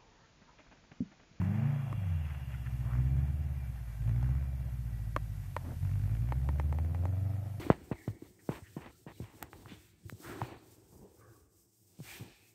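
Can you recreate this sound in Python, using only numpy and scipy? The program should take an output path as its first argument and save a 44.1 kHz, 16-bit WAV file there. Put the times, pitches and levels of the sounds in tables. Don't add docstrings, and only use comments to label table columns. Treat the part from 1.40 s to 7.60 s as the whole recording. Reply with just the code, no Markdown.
import sys
import numpy as np
from scipy import signal
from scipy.fft import rfft, irfft, next_fast_len
from scipy.io import wavfile
from scipy.ndimage import uniform_filter1d, minimum_filter1d, map_coordinates

SR = 44100
rng = np.random.default_rng(int(sys.argv[2]) if len(sys.argv) > 2 else 0)


def boost(x):
    u = np.asarray(x, float) / 20
    return 10 ** u


def wav_record(signal):
    frames = np.transpose(np.atleast_2d(signal))
    bounded = np.clip(frames, -1, 1)
    quanta = np.round(bounded * 32767).astype(np.int16)
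    wavfile.write(sys.argv[1], SR, quanta)


N = 273375
T = np.arange(N) / SR

# time_s, firing_rate_hz
ENGINE_SPEED = [(0.0, 90.87), (0.29, 116.59), (0.528, 106.78), (0.835, 77.92), (1.07, 65.43),
                (1.503, 59.84), (2.007, 75.63), (2.584, 52.15), (3.017, 69.04), (3.646, 53.86),
                (3.811, 53.94), (4.384, 37.93), (4.42, 45.85), (4.69, 51.47), (5.145, 72.08),
                (5.226, 72.27), (5.819, 95.43), (6.2, 98.95)]
# time_s, exhaust_pressure_db, pulse_sharpness_db
ENGINE_LOAD = [(0, -38, 6), (.2, -40, 11.5), (.4, -42.5, 12), (.72, -31.5, -11), (1.0, -43.5, -3),
               (1.45, -39, 0), (1.7, -38.5, -2), (2.0, -35.5, -0.5), (2.5, -42.5, -11.5), (2.7, -42, -1.5),
               (3.0, -35.5, -5), (3.2, -38.5, -4), (3.9, -41.5, -5), (4.2, -53, 1.5), (4.5, -47.5, -1),
               (5.1, -37, -8), (5.85, -39, -1.5), (6.2, -41.5, -0.5)]
# open_s, shut_s, wheelspin_spray_db, spray_crack_share (0-1, spray band cracking with each firing)
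THROTTLE_BLIPS = [
    (-.3, .32, 3, 0),
    (1.54, 1.86, 1.5, 0.02),
    (2.604, 2.978, 3, 0.58),
    (4.418, 4.982, 7.5, 0.6),
    (4.912, 6.003, 5, .3),
]
# time_s, share (0-1)
NOSE_FACING = [(0, 1), (.55, 1), (.95, 0), (6.2, 0)]
# time_s, share (0-1)
TAIL_FACING = [(0, 0), (4.55, 0), (5.45, 1), (6.2, 1)]
# freq_hz, level_db
SILENCER = [(80, 13.5), (100, 9), (120, 5.5), (140, 1), (155, -12.5), (175, -17.5), (200, -20),
            (240, -15.5), (300, -23.5), (400, -32), (600, -80)]
# freq_hz, level_db
BANK_BURBLE = [(35, -55), (55, -20), (75, -8.5), (95, 2.5), (115, 3.5), (135, 3.5), (150, -1.5),
               (170, -9.5), (200, -21), (240, -21), (300, -37), (400, -33.5), (600, -78)]
# freq_hz, level_db
FRONT_COLOUR = [(60, -24), (85, -10), (115, -14.5), (150, 14), (200, 7.5), (240, -2), (300, -7), (900, 12)]
# pitch_hz, width_hz, level_db
OUTLET_MODES = [(314, 78, 0), (610, 88, 4.5), (1210, 130, -7.5), (1750, 81, -10.5)]
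# freq_hz, level_db
RASP_COLOUR = [(200, 12), (330, 6.5), (420, -12), (520, 7), (650, 8.5), (800, 7.5), (1000, -14.5),
               (1300, -4.5), (1600, -32)]
# freq_hz, level_db
SPRAY_COLOUR = [(700, 5.5), (1200, -1), (1600, 1.5), (1950, 2), (2150, -2), (2380, 1.5), (2550, -9),
                (2780, -2), (3000, -19), (3300, -9.5), (3600, -21), (3750, -24), (7000, -19.5)]
# start_s, peak_db, ring_hz, thud_db, knock_db
TAILPIPE_POPS = [(0.016, -29, 985, -2, -21), (0.527, -26, 1090, -6, -16.5),
                 (3.763, -12, 1105, -10.5, -15.5), (4.165, -15.5, 943, -21, -13),
                 (4.922, -18.5, 856, -17, -14.5), (5.089, -22, 910, -7, -12),
                 (5.198, -19.5, 850, -12, -12.5), (5.326, -23.5, 840, -15, -8), (5.386, -26, 810, -10, -17),
                 (5.547, -28, 790, -16, -18), (5.654, -22, 830, -6.5, -8)]
# pitch_hz, width_hz, level_db
TAILPIPE_MODES = [(290, 112, 9), (614, 266, 10.5), (1838, 185, -13.5), (2106, 460, -13), (3090, 200, -30),
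                  (4200, 100, -28)]
# centre_s, length_s, level_db, centre_hz, width_hz
CRUST_BREAKS = [(0.24, 0.12, -56, 960, 1630), (0.471, 0.091, -58, 830, 900),
                (0.543, 0.068, -47, 50.4, 27.2), (0.904, 0.039, -56, 1410, 2570),
                (1.137, 0.02, -56.5, 1860, 2400), (1.265, 0.0068, -51.5, 1710, 1600),
                (1.511, 0.048, -53, 905, 1420), (2.686, 0.013, -63, 910, 1300),
                (2.88, 0.11, -63.5, 1200, 910), (4.208, 0.014, -61.5, 795, 530),
                (4.289, 0.039, -53.5, 604, 610), (4.286, 0.032, -47.5, 240, 104)]
# firing_rate_multiple, casing_hz, width_hz, level_db
GEAR_WHINE = [(35.4, 2370, 160, -65), (29.4, 1590, 80, -66), (23.5, 1610, 100, -73), (10.3, 1120, 90, -62)]
# centre_hz, width_hz, level_db, loudest_s
BAY_AIR = [(2400, 200, -69, .3), (2760, 240, -65, .8), (3300, 220, -72, .55), (1940, 30, -75, 3.55)]
# freq_hz, level_db
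HISS_COLOUR = [(20, 13), (60, 30.5), (150, 22), (400, 0.5), (1500, 1.5), (4000, -3.5), (8000, -4.5),
               (11000, -3), (14200, 0)]
# multiple of 292.9 Hz, level_db
MOTOR_TONES = [(35, -93), (36, -90), (37, -92), (38, -92), (43, -91), (45, -90)]

FIRST_FIRING, BANK_LAG, OVERTONE_LAG, CRACK_LAG = -.032, .5, .2, .39
FLYWHEEL_S = .06
SILENCER_S = .009
STAB_S, LIFT_S = 0.028, 0.17
OPEN_DB, OPEN_SHARP_DB = 5.5, 4.5
FULL_DB = -34
BANK_DB, BANK_PRESSURE, BANK_SHARP, BANK_OPEN_DB = -44.5, 0.63, 0.38, -2
BANK_LUG_DB, BANK_LUG_LEAD = 0.3042, 0.0249
RASP_DB, RASP_PRESSURE, RASP_SHARP, RASP_TAIL_DB = -59, 0.59, 0.29, 7.5
RASP_OPEN_DB, RASP_DB_PER_HZ = 1, 0.0734
BARK_IDLE, BARK_OPEN, BARK_TAIL = .06, .28, .52
SPRAY_DB, SPRAY_DB_PER_S = -58.5, -2.44
SNAP_DB, SNAP_S = -23, .009
HISS_DB, GAIN_RIDE = -67.5, 1
GAIN_S, GAIN_START_DB = 0.94, -31
TOP_HZ, EDGE_HZ = 14300, 15050


def unit(x):
    return x / np.sqrt(np.mean(x ** 2) + 1e-20)


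def curves(rows):
    s, *cols = np.transpose(rows)
    return [np.interp(T, s, c) for c in cols]


def gain(points, hz):
    f, db = np.transpose([(1, -120), *points, (SR / 2, -120)])
    return boost(np.interp(np.log(hz + 1), np.log(f), db))


def filtered(x, response):
    m = 2 * next_fast_len(N // 2 + 8192)
    return irfft(rfft(x, m) * response(np.fft.rfftfreq(m, 1 / SR)), m)[:N]


def mode(f, hz, width):
    return 1j * f * width / (hz * hz - f * f + 1j * f * width)


def wobble(rate):
    return map_coordinates(rng.standard_normal(int(N * rate / SR) + 4), [T * rate])


def noise(points):
    return unit(filtered(rng.standard_normal(N), lambda hz: gain(points, hz)))


def pulses(firing, pattern, scatter_db, jitter=0):
    k = np.arange(np.ceil(firing[0]), firing[-1])
    at = np.interp(k + jitter * rng.standard_normal(len(k)), firing, np.arange(N)).astype(int)
    size = np.array(pattern)[k.astype(int) % 4] * boost(scatter_db * rng.standard_normal(len(k)))
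    return np.bincount(at, size, N)


def puffs(kicks, decay_s):
    return unit(signal.lfilter([1], [1, -np.exp(-1 / (decay_s * SR))], kicks))


def throttle():
    down = []
    for opens, shuts, _, _ in THROTTLE_BLIPS:
        travel = np.minimum((T - opens) / STAB_S, (shuts - T) / LIFT_S)
        down.append(np.clip(travel + .5, 0, 1))
    down = np.array(down)
    down = down / np.maximum(down.sum(axis=0), 1)
    spin_db, crack = np.array(THROTTLE_BLIPS)[:, 2:].T @ down
    return down.sum(axis=0), spin_db, crack


def pressure():
    (pressure_db, sharp_db), pedal = curves(ENGINE_LOAD), throttle()[0]
    return pressure_db + OPEN_DB * pedal, sharp_db + OPEN_SHARP_DB * pedal


def exhaust(rate, firing):
    tone_db, sharp_db = pressure()
    pedal = throttle()[0]
    tone = np.sqrt(2) * boost(tone_db + 0.44 * wobble(25)) * np.cos(2 * np.pi * firing)

    late = firing - OVERTONE_LAG
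    train = SR / rate * pulses(late, [1, 1, 1, 1], scatter_db=0.75, jitter=0.012)
    train = train - 2 * np.cos(2 * np.pi * late)
    overtones = boost(tone_db + sharp_db - 8.0) * train
    overtones = filtered(overtones, lambda hz: gain([(50, -30), *SILENCER, (900, -60)], hz))

    lug = pedal * np.clip(65 - rate, 0, None)
    bank_db = BANK_DB + BANK_PRESSURE * (tone_db - FULL_DB) + BANK_SHARP * sharp_db
    bank_db = bank_db + BANK_OPEN_DB * pedal + BANK_LUG_DB * lug
    bank_count = np.maximum.accumulate(firing - BANK_LAG + BANK_LUG_LEAD * lug)
    banks = SR / rate * pulses(bank_count, [1, 1, -1, -1], scatter_db=2.4)
    burble = filtered(boost(bank_db) * banks, lambda hz: gain([*BANK_BURBLE, (900, -60)], hz))

    upper = overtones + burble
    nose = curves(NOSE_FACING)[0]
    return tone + (1 - nose) * upper + nose * filtered(upper, lambda hz: gain(FRONT_COLOUR, hz))


def outlet(f, heat):
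    total = 0
    for k, (hz, width, db) in enumerate(OUTLET_MODES):
        total = total + (-1) ** k * boost(db) * mode(f, heat * hz, width)
    return total


def rasp_and_spray(rate, firing):
    pressure_db, sharp_db = pressure()
    tail = curves(TAIL_FACING)[0]
    pedal, spin_db, crack = throttle()
    kicks = pulses(firing + rate * SILENCER_S - CRACK_LAG, [.6, .5, 1, .8], scatter_db=2, jitter=.016)

    hot = np.clip((rate - 78) / 20, 0, 1)
    cool, warm = (filtered(kicks * np.sqrt(70 / rate), lambda f: outlet(f, heat)) for heat in (.88, 1.08))
    bark = unit(np.sqrt(1 - hot) * cool + np.sqrt(hot) * warm)
    gas = boost(1.9 * wobble(28)) * (1.49 + 0.88 * puffs(kicks, decay_s=0.0065)) * noise(RASP_COLOUR)

    rasp_db = RASP_DB + RASP_PRESSURE * (pressure_db - FULL_DB) + RASP_SHARP * sharp_db
    rasp_db = rasp_db + RASP_TAIL_DB * tail + RASP_OPEN_DB * pedal + RASP_DB_PER_HZ * (rate - 70)
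    clean = np.clip(BARK_IDLE + BARK_OPEN * pedal + BARK_TAIL * tail, 0, 1)
    rasp = boost(rasp_db - 9.5) * (np.sqrt(clean) * bark + np.sqrt(1 - clean) * gas)

    crack = np.clip(crack, 0, 1)
    cracks = puffs(kicks * boost(2.7 * wobble(30)), decay_s=0.0021)
    gate = np.sqrt(1 - crack) + np.sqrt(crack) * cracks
    spray_db = SPRAY_DB + SPRAY_DB_PER_S * T + spin_db + 1.4 * wobble(19)
    return rasp + boost(spray_db) * gate * noise(SPRAY_COLOUR)


def bay():
    out = np.zeros(N)
    for hz, width, db, loudest_s in BAY_AIR:
        band = unit(filtered(rng.standard_normal(N), lambda f: mode(f, hz, width) ** 2))
        out += boost(db - 12.1 * abs(T - loudest_s) + 1.7 * wobble(4.53)) * band
    return out


def pops():
    out, t = np.zeros(N + 4096), np.arange(4096) / SR
    f = np.fft.rfftfreq(len(t), 1 / SR)
    for s, db, hz, thud_db, knock_db in TAILPIPE_POPS:
        ring = mode(f, hz, 430) ** 2
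        for k, (centre, width, level) in enumerate(TAILPIPE_MODES):
            level = level + rng.normal(0, 1) + [thud_db, knock_db, 0][min(k, 2)]
            ring = ring - (-1) ** k * boost(level) * mode(f, centre, width) ** 2
        ring = ring * (1 + rng.uniform(.15, .3) * np.exp(-2j * np.pi * f * 2 / hz))
        echo = boost(-20.0) * np.exp(-2j * np.pi * f * 0.0098) / (1 + 1j * f / 1500)
        blast = irfft(ring * (1 + echo), len(t))
        burst = boost(-60 * t / SNAP_S) * rng.standard_normal(len(t))
        snap = irfft(rfft(burst) * mode(f, 7500, 5200), len(t))
        pop = blast / abs(blast).max() + boost(SNAP_DB) * snap
        out[round((s + .0004) * SR):][:len(t)] += boost(db - 5.5) * pop
    return out[:N]


def crunch():
    out = np.zeros(N)
    t = np.arange(-.2 * SR, .2 * SR) / SR
    f = np.fft.rfftfreq(len(t), 1 / SR)
    for s, length, db, hz, width in CRUST_BREAKS:
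        grains = rng.standard_normal(len(t))
        grain_db = 4 * rng.standard_normal(len(t) // 90 + 1).repeat(90)[:len(t)]
        colour = mode(f, hz, width) ** 2 / (1 + (f / 3000) ** 8)
        swell = irfft(rfft(grains * boost(grain_db)) * colour, len(t)) * np.exp(-.5 * (t / length) ** 2)
        out[round((s - .2) * SR):][:len(t)] += boost(db) * np.sqrt(4.4 * length) * unit(swell)
    return out


def gears(rate, firing):
    away_db = -9 * np.clip(T - 2.3, 0, None) - 9 * np.clip(2.15 - T, 0, 1.2)
    out = np.zeros(N)
    for k, hz, width, db in GEAR_WHINE:
        casing = abs(mode(k * rate, hz, width)) ** 2
        out += boost(db + away_db) * casing * np.sin(2 * np.pi * k * firing)
    return out


def scene():
    rate = uniform_filter1d(curves(ENGINE_SPEED)[0], size=round(FLYWHEEL_S * SR), mode="nearest")
    firing = FIRST_FIRING + np.cumsum(rate) / SR
    smooth = uniform_filter1d(rate, size=SR // 8)
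    engine = exhaust(rate, firing) + rasp_and_spray(smooth, firing)
    mesh = gears(smooth, np.cumsum(smooth) / SR)
    return (engine + bay() + pops() + crunch() + mesh)[None]


def riding_db(x):
    keep = np.exp(-1 / (GAIN_S * SR))
    power = signal.lfilter([1 - keep], [1, -keep], x ** 2, zi=[boost(GAIN_START_DB) ** 2])[0]
    return -GAIN_RIDE * (10 * np.log10(power) - FULL_DB)


def thinned_treble(x, share=.09):
    hz, _, z = signal.stft(x, SR, nperseg=2048)
    power = uniform_filter1d(abs(z) ** 2, size=7, axis=0)
    treble = ((hz > 3500) & (hz < TOP_HZ))[:, None]
    weak = treble & (power < np.quantile(power[treble[:, 0]], share))
    gone = ~minimum_filter1d(~weak, size=5, axis=0)
    return signal.istft(z * np.where(gone, .05, 1), SR, nperseg=2048)[1][:N]


def roll_off(x):
    return signal.sosfilt(signal.butter(12, 15310, fs=SR, output="sos"), x)


def record(dry):
    hiss = filtered(rng.standard_normal(N), lambda hz: gain(HISS_COLOUR, hz) * (hz < TOP_HZ))
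    hiss_db = HISS_DB + riding_db(dry[0]) + 6.5 + 0.21 * wobble(15)
    motor = np.zeros(N)
    for k, db in MOTOR_TONES:
        motor += boost(db + 2 * wobble(6)) * np.sin(2 * np.pi * 292.9 * k * T + .6 * wobble(30))
    heard = filtered(dry[0], lambda hz: hz < EDGE_HZ) + boost(hiss_db) * hiss + motor
    heard = heard / (1 + abs(heard / .11) ** 6) ** (1 / 6)
    return roll_off(thinned_treble(heard)[None])


dry = scene()
out = record(dry)
wav_record(out)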